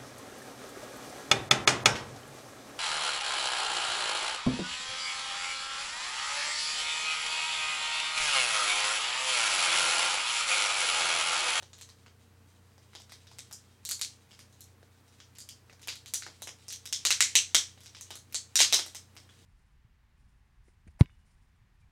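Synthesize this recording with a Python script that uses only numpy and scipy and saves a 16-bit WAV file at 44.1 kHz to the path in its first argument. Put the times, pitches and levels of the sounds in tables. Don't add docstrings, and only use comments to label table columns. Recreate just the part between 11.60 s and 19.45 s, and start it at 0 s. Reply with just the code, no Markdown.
import sys
import numpy as np
from scipy import signal
from scipy.fft import rfft, irfft
from scipy.io import wavfile
from scipy.ndimage import uniform_filter1d

SR = 44100
rng = np.random.default_rng(int(sys.argv[2]) if len(sys.argv) > 2 else 0)


def inscribe(sig):
    pcm = np.round(np.clip(np.atleast_2d(sig).T, -1, 1) * 32767)
    wavfile.write(sys.argv[1], SR, pcm.astype(np.int16))


N = 346185

HIGH_RING_DB = -12.5
CHATTER_T60_S, CHATTER_SCATTER = .015, 0.2
ECHO_CHATTER_T60_S = .008
FLIGHT_S = .0008
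RIPPLE_HZ = np.linspace(900, 15000, 24)
# t/s, peak level/dB, high ring f/Hz, low ring level/dB, thump level/dB,
# sparkle level/dB, low ring f/Hz, level sent into the room rather than at the microphone/dB
SNAPS = [(0.0242, -41, 5980, -7, -9, -27, 3630, -1), (0.1313, -39, 6400, -12, -22, -37, 3860, -2.5),
         (0.182, -41, 6500, -13, -28, -18, 3100, 0.5), (0.2114, -32.5, 6300, -16, -28, -23, 3750, -1),
         (0.2894, -39.5, 6390, -6, -20, -20, 1520, -2.5), (0.4618, -46.5, 5330, -3.5, -9, -35, 3150, -2),
         (1.1794, -47, 5560, -8, -8, -24, 1720, -6), (1.3325, -47.5, 4530, -2, -20, -24, 1770, -2.5),
         (1.3508, -33.5, 4500, -11.5, -16, -30, 3790, -2.5), (1.4003, -40, 5220, -18, -18, -25, 2990, -1.5),
         (1.4948, -42, 5410, -4, -18, -24, 1730, 0), (1.5202, -33.5, 5050, -8.5, -17.5, -20.5, 1920, -2),
         (1.6691, -43.5, 4660, -12, -25, -30, 3770, -1), (1.714, -43.5, 5070, -9, -10.5, -24, 2730, 0),
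         (1.785, -29, 5980, -15, -27, -21, 3960, -2), (1.9114, -37.5, 6300, -2, -14, -19, 1540, -3),
         (1.926, -29, 7460, -27, -24, -17, 3090, -1.5), (2.2506, -21.5, 7050, -21, -38, -16.5, 3030, -1.5),
         (2.2901, -18, 7200, -21, -35.5, -17.5, 3780, -2.5),
         (2.3115, -15.5, 6550, -23.5, -36, -22, 4210, -2), (2.3936, -31.5, 5630, -13, -24, -14, 4340, -8),
         (2.4129, -15.5, 6800, -16, -34.5, -24, 4000, -1.5), (2.7087, -45, 5400, -8, -19, -23, 2820, 1),
         (2.7294, -45.5, 5040, -8, -19, -27, 3150, 0), (2.7913, -36, 4900, -7, -20.5, -20, 3020, -0.5),
         (2.9257, -48, 6570, -23, -24, -21, 3260, -2), (3.0066, -32.5, 6700, -26, -31, -10, 2880, -1),
         (3.2288, -54.5, 5440, -1, 0, -26, 1500, -9), (3.4795, -50, 5380, -18, -19, -20, 4440, -4),
         (3.6015, -39, 5830, -7.5, -27, -36, 3280, -3.5), (3.7519, -43.5, 4730, -9, -25, -22, 2830, 0),
         (3.7845, -30.5, 7180, -17, -29, -17.5, 4080, -3), (3.8034, -32.5, 6980, -20, -31, -21, 4300, -2),
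         (3.8891, -28.5, 4750, -17, -40, -22.5, 3400, -3),
         (4.0964, -47.5, 4760, -1.5, -13.5, -29, 2360, -1.5), (4.127, -46.5, 5730, -9, -9, -24, 1800, -3.5),
         (4.1947, -46.5, 6840, -8, -18, -28, 3480, -6), (4.2167, -41, 6700, -11, -28, -20, 2150, -2),
         (4.2287, -38, 6190, -11, -25, -22, 2930, -0.5), (4.273, -24.5, 4860, -9.5, -18, -17, 2890, -1),
         (4.2831, -20, 4820, -10, -29, -31.5, 3400, -2), (4.3264, -36, 5110, -3, -18, -26, 3950, -1.5),
         (4.3555, -33.5, 7700, -9, -26, -18, 4060, -2), (4.4593, -30.5, 6680, -10, -33, -25, 3770, -4),
         (4.4806, -37.5, 6750, -16, -24, -20, 4020, -0.5), (4.537, -13, 8780, -17, -33.5, -18.5, 3680, -2),
         (4.622, -31, 5670, -5.5, -32, -37, 1960, -2), (4.6645, -36, 5200, -0.5, -7, -26, 1620, -1.5),
         (4.8201, -24, 6480, -17, -19, -15, 2950, -2), (4.8724, -28, 7240, -10.5, -12.5, -24, 3010, -1),
         (5.0818, -28.5, 7100, -21, -29, -24.5, 2730, -0.5), (5.1047, -26.5, 6800, -11, -36, -23, 3020, -2),
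         (5.125, -23.5, 6260, -13, -37, -15.5, 3740, -1.5), (5.2551, -26, 5960, -14, -33, -19, 2870, 0),
         (5.3259, -15.5, 5540, -17.5, -38, -28, 3610, -1), (5.451, -8, 6450, -11.5, -27, -24.5, 3840, -1),
         (5.5051, -7, 5670, -9.5, -30.5, -25, 3870, -1), (5.6054, -2.5, 7800, -7.5, -33, -26.5, 2880, -2),
         (5.7534, -2.5, 6150, -11, -34, -27, 3720, -1.5),
         (5.9461, -2.5, 5840, -12.5, -31, -29.5, 3800, -1.5),
         (6.1756, -50.5, 7100, -1, -5.5, -20, 3610, -2), (6.2054, -41, 5400, -13, -24, -16, 2900, -1),
         (6.2342, -41, 7120, -14, -23, -18, 2930, -1), (6.2592, -34.5, 6500, -10.5, -28, -26, 2800, -1.5),
         (6.348, -37, 5000, -13, -26, -39, 3950, -4), (6.3674, -38.5, 4510, -11.5, -21.5, -31, 3730, -1),
         (6.41, -27.5, 8620, -18.5, -27, -17, 3380, -4), (6.5049, -29.5, 5800, -8.5, -15.5, -23, 3020, 0.5),
         (6.554, -30.5, 6400, -17.5, -19.5, -16, 3960, -0.5),
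         (6.7246, -29.5, 7540, -8.5, -26, -5, 3050, -1.5),
         (6.7446, -14, 7000, -20.5, -33.5, -30.5, 3000, -2.5),
         (6.9557, -6.5, 5900, -18, -38.5, -26.5, 3500, -1),
         (6.99, -7.5, 6200, -12, -35.5, -26.5, 3350, -0.5), (7.0033, -4.5, 6400, -11, -26, -30.5, 3970, -2),
         (7.0124, -8.5, 4700, -14, -32.5, -28, 4500, 2), (7.1252, -6.5, 5440, -9, -27, -26, 3900, 1),
         (7.1394, -9, 4940, -15, -24, -21, 3470, -1.5), (7.19, -21, 5710, -5.5, -15.5, -22, 3660, -0.5),
         (7.2625, -31.5, 5710, -16, -14.5, -16.5, 4370, -1), (7.3476, -26, 5940, -13, -25, -19.5, 3500, 1),
         (7.5525, -50, 4530, -5, -9, -8, 2790, -5), (7.5656, -36.5, 5400, -7.5, -15, -22, 2880, -1),
         (7.6907, -50.5, 5610, -0.5, -10.5, -31.5, 3460, -1)]
ECHO_S = [.0057, .0108, .0126, .014, .0185, .02, .0212, .0262, .0345]
ECHO_DB = [1.5, -3.5, -7.5, -18.5, -3.5, -8, -15.5, -23.5, -8]


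def snaps():
    direct, spread, echoes = np.zeros((3, N))
    t = np.arange(400) / SR
    chance = rng.standard_normal((len(SNAPS), len(ECHO_S) + 1, len(t) + 2))
    ripples = rng.standard_normal((len(SNAPS), len(RIPPLE_HZ)))
    for snap, rows, ripple in zip(SNAPS, chance, ripples):
        s, db, high_hz, low_db, thump_db, sparkle_db, low_hz, room_db = snap
        start = s + FLIGHT_S
        click = snap_click(db, high_hz, low_db, thump_db, sparkle_db, low_hz, ripple)

        t60 = CHATTER_T60_S * np.exp(CHATTER_SCATTER * rows[0, 0])
        chatter_level = (1 - np.exp(-t / 0.00062)) * gain_of(-60 * t / max(t60, .001))
        shakes = rows[:, 2:] * chatter_level
        shakes[0] *= .22
        shakes[1:] *= .3 * gain_of(-60 * t / ECHO_CHATTER_T60_S)
        shakes[:, 0] = -1
        shakes[1:, 0] *= .7

        add(direct, start, np.convolve(shakes[0], click))
        add(spread, start, gain_of(room_db) * click)
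        for delay, echo_db, row, shake in zip(ECHO_S, ECHO_DB, rows[1:], shakes[1:]):
            arrival = start + delay + .0002 * row[0]
            size = gain_of(room_db + echo_db + 2.7 * row[1])
            add(echoes, arrival, size * np.convolve(shake, click))
    return direct, spread, echoes


def snap_click(db, high_hz, low_db, thump_db, sparkle_db, low_hz, ripple):
    high_db = HIGH_RING_DB
    valley_db = (low_db + high_db) / 2 - 7
    colour = [(60, thump_db - 36.5), (250, thump_db - 1.5), (800, thump_db + 7),
              (0.68 * low_hz, low_db - 2.5), (low_hz, low_db),
              (np.sqrt(low_hz * high_hz), valley_db),
              (0.65 * high_hz, high_db + 1.0), (high_hz, high_db),
              (1.157 * high_hz, high_db - 3), (1.2 * high_hz, high_db - 3.5),
              (13000, sparkle_db), (16000, sparkle_db - 13)]
    click = causal(sorted(colour))
    ripple_db = 2 * ripple * (RIPPLE_HZ > 1000)
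    uneven = causal(np.transpose([RIPPLE_HZ, ripple_db]))
    click = np.convolve(click, uneven[:200])
    without_thump = click - uniform_filter1d(click, size=15)
    return click * (gain_of(db) / abs(without_thump).max())


GRAINS_PER_S = 250
BRIGHT_DB, QUIET_DB = -5, -67
DULLING = .2
# t/s, level/dB
RUSTLE = [(0, -62.5), (.5, -70.5), (1.2, -71), (1.4, -62), (2, -66.5), (2.53, -66.5), (3.3, -71.5),
          (3.6, -68), (4.2, -70), (4.5, -65), (4.61, -53), (4.72, -62), (5.2, -62.5), (5.75, -47.5),
          (6.05, -59.5), (6.45, -59.5), (6.82, -74.5), (7.04, -46.5), (7.13, -39), (7.2, -44), (7.37, -68),
          (7.85, -65)]
# f/Hz, level/dB (per Hz)
FILM = [(120, -48.5), (200, -9.5), (353, -12.5), (482, -23), (1400, -13.5), (2800, -1), (5330, -4.5),
        (9230, -2.5), (16000, -27.5)]


def rustle():
    s, level_db = np.transpose(RUSTLE)
    bright_db = BRIGHT_DB - DULLING * (level_db - QUIET_DB)
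    t = np.arange(N) / SR
    size_db = 4.5 * np.minimum(rng.exponential(1, N), 4)
    size = gain_of(size_db) * rng.choice([-1., 1.], N)
    impulses = size * (rng.random(N) < GRAINS_PER_S / SR)
    grains = evened(signal.oaconvolve(impulses, causal(FILM))[:N])
    dull = signal.lfilter(*signal.butter(2, 4000, fs=SR), grains)
    treble = grains - dull
    grains = dull + gain_of(np.interp(t, s, bright_db)) * treble
    level = gain_of(np.interp(t, s, level_db))
    return level * grains / np.sqrt(1 + gain_of(2 * TAIL_DB))


TAIL_DB = 6
# f/Hz, t60/s
ROOM = [(300, 0.25), (800, 0.19), (1500, 0.27), (2500, 0.21), (4000, 0.23), (6500, 0.25), (9000, 0.23),
        (12000, 0.22), (16000, 0.21)]


def tail(x, count=3):
    out, t = np.zeros(N), np.arange(N) / SR
    for k in range(count):
        taps = np.zeros(SR // 2)
        at = np.arange(120, SR // 2 - 10, 10)
        places = at + rng.integers(0, 10, len(at))
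        signs = rng.choice([-1., 1.], len(at))
        taps[places] = signs * gain_of(3.0 * rng.standard_normal(len(at)))

        hz, lag, z = signal.stft(taps, SR, nperseg=128)
        swell = 1 - np.exp(-lag / 0.0068)
        decay = gain_of(-60 * lag / read(ROOM, hz)[:, None])
        ring = signal.istft(z * swell * decay, SR, nperseg=128)[1]

        share = np.sqrt(2 / count) * np.cos(np.pi * (3.1 * t + k / count))
        out += signal.oaconvolve(x * share, ring / np.linalg.norm(ring))[:N]
    return out


# f/Hz, level/dB
WALLS = [(300, -1.5), (1200, -7.5), (2500, -2), (5000, 5), (8500, 1), (11000, -6), (16000, -9)]


def off_walls(x):
    return signal.oaconvolve(x, causal(WALLS))[:N]


HUM_HZ = [59.5, 90.4, 119.7, 461.]
# depth of wavering (0-1), level/dB, rate of wavering f/Hz
HUM = [(.3, -78, 1.5), (.17, -62.5, 4), (.35, -67.5, 5), (.3, -78, 3)]


def hum():
    t, out = np.arange(N) / SR, np.zeros(N)
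    for hz, (depth, db, rate_hz) in zip(HUM_HZ, HUM):
        r = np.exp(-np.pi * rate_hz / SR)
        noise = rng.standard_normal(N) + 1j * rng.standard_normal(N)
        wander = signal.lfilter([1], [1, -r], noise)
        wander /= np.sqrt(np.mean(abs(wander) ** 2))
        tone = ((1 + depth * wander) * np.exp(2j * np.pi * hz * t)).real
        out += gain_of(db) * evened(tone)
    return out


HISS_DB = -65
# f/Hz, level/dB (per Hz)
HISS = [(15, -63.5), (25, -41.5), (59, -30), (75, -15), (91, -7), (129, -14.5), (148, -12), (234, -10.5),
        (324, -16.5), (635, -21.5), (746, -21), (1550, -23.5), (1920, -24.5), (3560, -32.5), (15700, -38)]


def hiss():
    spectrum = rfft(rng.standard_normal(N))
    spectrum *= gain_of(read(HISS, np.fft.rfftfreq(N, 1 / SR)))
    return gain_of(HISS_DB) * evened(irfft(spectrum, N))


def gain_of(db):
    return 10 ** (np.asarray(db) / 20)


def evened(x):
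    return x / np.sqrt(np.mean(x ** 2) + 1e-20)


def read(points, hz):
    f, value = np.transpose(points)
    return np.interp(np.log(hz + 1), np.log(f + 1), value)


def add(mix, s, sound):
    part = mix[round(s * SR):][:len(sound)]
    part += sound[:len(part)]


def causal(points):
    level_db = read(points, np.fft.rfftfreq(2048, 1 / SR))
    cepstrum = irfft(np.log(gain_of(level_db)))
    cepstrum[1:1024] *= 2
    cepstrum[1025:] = 0
    return irfft(np.exp(rfft(cepstrum)))[:1024]


def scene():
    direct, spread, echoes = snaps()
    grains = rustle()
    late = gain_of(TAIL_DB) * tail(spread + grains)
    reflected = off_walls(echoes + late)
    return (direct + grains + reflected + hum() + hiss())[None]


EDGE_HZ = 16600


def record(dry):
    bass_cut = signal.butter(2, 40, "high", fs=SR, output="sos")
    thinned = signal.sosfilt(bass_cut, dry)
    band_limit = signal.firwin(255, EDGE_HZ, window=("kaiser", 9), fs=SR)
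    return signal.oaconvolve(thinned, band_limit[None], "same")


dry = scene()
out = record(dry)
inscribe(out)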